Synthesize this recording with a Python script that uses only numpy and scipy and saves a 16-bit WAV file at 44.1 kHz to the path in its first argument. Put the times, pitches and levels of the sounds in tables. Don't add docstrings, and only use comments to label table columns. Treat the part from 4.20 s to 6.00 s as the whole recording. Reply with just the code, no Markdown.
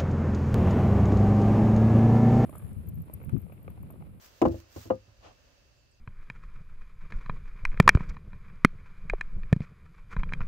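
import sys
import numpy as np
from scipy import signal
from scipy.io import wavfile
from scipy.ndimage import uniform_filter1d

SR = 44100
rng = np.random.default_rng(int(sys.argv[2]) if len(sys.argv) > 2 else 0)


def int16_out(signal):
    q = np.round(np.clip(np.atleast_2d(signal).T, -1, 1) * 32767)
    wavfile.write(sys.argv[1], SR, q.astype(np.int16))


N = 79380

# frequency_hz, correlation
EAR_CORRELATION = [(60, 0.59), (250, 0.53), (600, 0.083), (1400, -0.03), (4000, 0.085), (14000, -0.19)]
# frequency_hz, pan_db
CENTRED = [(100, 0)]

# frequency_hz, density_db
HISS_SPECTRUM = [(120, -34), (200, -7), (409, -9.5), (500, -1), (682, -9), (805, -13.5), (984, -12),
                 (1470, -13), (1640, -11), (2240, -17.5), (2700, -13), (3680, -19), (6490, -16.5),
                 (8700, -39.5), (15900, -28)]
# time_s, level_db
HISS_DRIFT = [(0, -62.5), (.45, -63.5), (.9, -67), (1.3, -65), (1.8, -72.5)]
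# centre_hz, width_hz, level_db, pan_db
HISS_BANDS = [(2666, 73, -77, -2), (4640, 360, -78, -5.5)]
# frequency_hz, density_db
RUMBLE_SPECTRUM = [(22, -9.5), (35, 4.5), (55, 1), (85, 5.5), (130, -14.5), (220, -25.5), (500, -42.5)]
# frequency_hz, pan_db
AIR_BALANCE = [(60, -0.5), (110, -2.5), (200, -3.5), (380, -2), (700, -0.5), (1290, 1), (2380, 0.5),
               (4400, -7.5), (8120, 0), (15000, 3)]
# centre_s, half_width_s, pitch_hz, glide_hz_per_s, level_db
CHIRPS = [(1.595, .02, 7200, 0, -77), (1.718, .006, 8100, -20000, -75), (1.748, .006, 6500, -50000, -74)]

# centre_s, half_width_s, level_db, pan_db
RUSTLES = [(.045, .028, -56, 3.5), (.2, 0.099, -64.5, 0), (.322, 0.0046, -62.5, -2), (.375, .035, -62, -2),
           (.605, 0.055, -52.5, 0.5)]
# start_s, level_db
SNAPS = [(.267, -50), (.2843, -45), (.402, -48), (.7555, -56), (1.129, -65)]
# frequency_hz, density_db
LEAF_SPECTRUM = [(300, -3), (1300, 5), (2000, 2), (4000, 0.5), (7000, 3.5), (8500, -9.5), (10500, -10.5),
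                 (13000, -1), (15500, 1.5)]
# frequency_hz, pan_db
LEAF_BALANCE = [(60, 0.5), (110, -1), (200, -3), (380, -4.5), (700, -4), (1290, -1), (2380, -2.5),
                (4400, -9.5), (8120, -1), (15000, 3)]
# centre_s, half_width_s, level_db, pan_db
SCUFFS = [(.895, .014, -68.5, -1), (1.055, 0.022, -52.5, 3.5), (1.092, 0.028, -57.5, -2)]
# frequency_hz, density_db
SOIL_SPECTRUM = [(50, -4), (95, 7), (180, -4.5), (350, -6), (600, 3.5), (1000, -2.5), (2000, -15),
                 (2800, -10), (3700, -17), (6000, -18), (10000, -53)]

# frequency_hz, pan_db, left_lead_rad
EAR_PATHS = [(102, -3.5, .2), (252, -1, 0.35), (345, 3.5, 1.3), (520, 10, 0.66), (669, 4.5, 0.7),
             (854, -0.5, 1.43), (1075, 0.5, 1.32), (1512, -6, 3), (2860, 4.5, 1), (4370, -6, -0.5),
             (8000, -0.5, 0.5), (14000, -0.5, 0)]
# frequency_hz, density_db, t60_s
THUD_SPECTRUM = [(60, -16, 0.11), (150, -5, 0.16), (300, 0.5, 0.15), (610.5, -2.5, 0.087), (1000, 0, 0.08),
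                 (1500, -18, 0.046), (2200, -28, .055), (4500, -44, 0.02)]
# frequency_hz, density_db
CRACK_SPECTRUM = [(400, 2.5), (1400, -2), (2600, 0), (5000, -16), (7000, -7.5), (9500, -52.5),
                  (14000, -14.5)]
# pitch_hz, level_db, t60_s, pan_db
WALL_MODES = [(53, -13.5, .35, 0.5), (77.8, -0.5, 0.28, 0.5), (103.8, 4.5, 0.28, -3.5),
              (116, -3.5, .18, 0.5), (145.5, -6.5, 0.14, -1.5)]
# pitch_hz, level_db, t60_s, pan_db
FRAME_MODES = [(184, -13, .2, 0), (224, -7, .13, -2), (247, -10, .16, -1), (277, -8, .2, 0),
               (334, 0, .24, 1), (358, -2, .14, 3), (608, -6, .14, 8), (672, -3, .1, 4), (745, -12, .08, 4),
               (828, -6, .07, 6), (975, -8, .07, -1), (1010, -8, .085, 1), (1098, -13, .07, -6),
               (1375, -13, .07, -6)]
# pitch_hz, level_db, t60_s, pan_db
LOG_MODES = [(215, -20.5, 0.12, -15), (255.7, -10.5, 0.12, -1.5), (345, -8, 0.11, -3), (415, -15, .07, 14),
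             (521, 1, .125, 9), (611.6, -9, .06, 0.5), (676, -11, 0.082, 10), (790, -13.5, 0.047, -16),
             (970, -20.5, 0.06, -3), (1213, -18, 0.1, -11.5), (1680, -18.5, 0.082, -6.5),
             (2850, -22.5, .05, 14.5)]
# start_s, frame_db, log_db, thud_db, crack_db, corner_hz, wall_db, shove_db, shove_hz
KNOCKS = [(0.2162, -27.5, -28, -21.5, -28, 2200, -39, -9.5, 630),
          (0.2205, -17.5, -35, -16.5, -48, 462, -33, -4, 307),
          (0.2532, -25.5, -25.5, -21.5, -37.5, 1900, -30, -9.5, 590),
          (0.2576, -33, -52, -34, -57, 1084, -37.5, -4, 310),
          (0.2947, -37.5, -58, -39, -76, 372, -32.5, -19.5, 312),
          (0.321, -40.5, -60, -50.5, -66, 495, -57.5, -43, 260),
          (0.3434, -46, -45.5, -42.5, -55, 600, -64.5, -33, 500),
          (0.5622, -51.5, -42.5, -39, -53.5, 864, -46, -27, 325),
          (0.6553, -47, -58, -39.5, -79, 376, -47.5, -42, 238),
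          (0.7022, -61.5, -17.5, -23, -44.5, 1580, -40, -16.5, 731),
          (0.876, -90, -81, -58, -84, 305, -62.5, -61, 98),
          (0.974, -79, -78, -88, -84, 200, -63.5, -50, 59.1)]

RUMBLE_DB, CHIRP_WOBBLE_HZ = -65, 200
GRAINS_PER_S, GRAIN_SPREAD_DB, GRAIN_DECAY_S, SNAP_T60_S = 780, 1.5, .0012, .007
THUD_BUILD_S, CRACK_T60_S, SHOVE_T60_CYCLES = .0008, .03, 6.2
MODE_BUILD_S, MODE_SCATTER_DB, CONTACT_ORDER = .0022, 3.5, 2.04
LOW_CUT_HZ, HIGH_CUT_HZ = 27, 15600
TIME_S = np.arange(N) / SR


def from_db(db):
    return 10 ** (np.asarray(db) / 20)


def at_hz(points, hz, column=1):
    table = np.array(points)
    return np.interp(np.log(hz), np.log(table[:, 0]), table[:, column])


def panned(db):
    return from_db(np.array([[db], [-db]]) / 2)


def age(start_s):
    return np.maximum(TIME_S - start_s, 0)


def decay(t, t60):
    return 1000. ** (-t / max(t60, .001))


def noise_bands():
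    edges = np.r_[np.geomspace(20, 500, 8)[:-1], np.geomspace(500, 17000, 20)]
    white = rng.standard_normal((2, 2, N + 8000))
    bands = []
    for k, (low, high) in enumerate(zip(edges, edges[1:])):
        bandpass = signal.butter(2, [low, high], "band", fs=SR, output="sos")
        mid, side = signal.sosfilt(bandpass, white[k % 2])[:, -N:]
        hz = np.sqrt(low * high)
        alike = at_hz(EAR_CORRELATION, hz)
        bands.append((hz, np.sqrt(1 + alike) * mid + np.sqrt(1 - alike) * np.array([side, -side])))
    return bands


def coloured(spectrum, balance=CENTRED):
    noise = sum(from_db(at_hz(spectrum, hz)) * panned(at_hz(balance, hz)) * band
                for hz, band in noise_bands())
    return noise / noise.std()


def air():
    hiss = from_db(np.interp(TIME_S, *np.transpose(HISS_DRIFT))) * coloured(HISS_SPECTRUM, AIR_BALANCE)
    out = hiss + from_db(RUMBLE_DB) * coloured(RUMBLE_SPECTRUM, AIR_BALANCE)
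    for hz, width, db, pan_db in HISS_BANDS:
        band = signal.lfilter(*signal.iirpeak(hz, hz / width, fs=SR), rng.standard_normal((2, N)))
        out += from_db(db) * panned(pan_db) * band / band.std()
    return out


def bird():
    out = 0
    for centre_s, width, hz, glide, db in CHIRPS:
        t = TIME_S - centre_s
        wobble = uniform_filter1d(rng.standard_normal(N), size=120)
        pitch = hz + glide * np.clip(t, -2 * width, 2 * width) + CHIRP_WOBBLE_HZ * wobble / wobble.std()
        out += from_db(db) * np.exp(-.5 * (t / width) ** 2) * np.sin(2 * np.pi * np.cumsum(pitch) / SR)
    return out


def foot_pressure(strokes):
    return sum(from_db(db) * panned(pan_db) * np.exp(-.5 * ((TIME_S - centre_s) / width) ** 2)
               for centre_s, width, db, pan_db in strokes)


def leaf_fractures():
    onsets = rng.random(N) < GRAINS_PER_S / SR
    sizes = from_db(GRAIN_SPREAD_DB * np.minimum(rng.exponential(1, N), 4))
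    power = signal.lfilter([1], [1, -np.exp(-1 / (GRAIN_DECAY_S * SR))], (onsets * sizes) ** 2 + 1e-18)
    return np.sqrt(.5 + .5 * power / power.mean())


def boots():
    snaps = sum(from_db(db) * (age(s) > 0) * decay(age(s), SNAP_T60_S) for s, db in SNAPS)
    leaves = coloured(LEAF_SPECTRUM, LEAF_BALANCE) * (foot_pressure(RUSTLES) * leaf_fractures() + snaps)
    return leaves + coloured(SOIL_SPECTRUM) * foot_pressure(SCUFFS)


def contact(hz, corner_hz):
    return 1 / np.sqrt(1 + (hz / corner_hz) ** (2 * CONTACT_ORDER))


def vibration(t, hz):
    return np.sin(2 * np.pi * hz * t + at_hz(EAR_PATHS, hz, column=2) * np.array([[.5], [-.5]]))


def shove(start_s, hz):
    t = age(start_s)
    envelope = 2 * (1 - np.exp(-t * hz)) * decay(t, SHOVE_T60_CYCLES / hz)
    return panned(at_hz(EAR_PATHS, hz)) * vibration(t, hz) * envelope


def ring(modes, start_s, corner_hz):
    t, out = age(start_s), 0
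    for k, (hz, db, t60, pan_db) in enumerate(modes):
        gain = (-1) ** k * from_db(db + MODE_SCATTER_DB * rng.standard_normal()) * contact(hz, corner_hz)
        out += gain * panned(pan_db) * vibration(t, hz) * decay(t, t60)
    return out * (1 - np.exp(-t / MODE_BUILD_S))


def timber_thuds():
    bands = []
    for hz, (left, right) in noise_bands():
        lag = int(at_hz(EAR_PATHS, hz, column=2) / (2 * np.pi * hz) * SR)
        gain = from_db(at_hz(THUD_SPECTRUM, hz)) * panned(at_hz(EAR_PATHS, hz))
        bands.append((hz, gain * np.array([left, np.roll(right, lag)])))
    rms = sum(band for _, band in bands).std()
    bark, out = coloured(CRACK_SPECTRUM, EAR_PATHS), 0
    for start_s, _, _, thud_db, crack_db, corner_hz, *_ in KNOCKS:
        t = age(start_s)
        thud = sum(band * contact(hz, corner_hz) * decay(t, at_hz(THUD_SPECTRUM, hz, column=2))
                   for hz, band in bands) / rms
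        crack = bark * decay(t, CRACK_T60_S)
        out += (1 - np.exp(-t / THUD_BUILD_S)) * (from_db(thud_db) * thud + from_db(crack_db) * crack)
    return out


def timber_rings():
    out = 0
    for start_s, frame_db, log_db, _, _, corner_hz, wall_db, shove_db, shove_hz in KNOCKS:
        for modes, db in (FRAME_MODES, frame_db), (LOG_MODES, log_db), (WALL_MODES, wall_db):
            out += from_db(db) * ring(modes, start_s, corner_hz)
        out += from_db(shove_db) * shove(start_s, shove_hz)
    return out


def scene():
    return timber_rings() + timber_thuds() + boots() + air() + bird()


def record(dry):
    dry = signal.sosfilt(signal.butter(3, LOW_CUT_HZ, "high", fs=SR, output="sos"), dry)
    return signal.sosfilt(signal.ellip(10, .1, 80, HIGH_CUT_HZ, fs=SR, output="sos"), dry)


dry = scene()
out = record(dry)
int16_out(out)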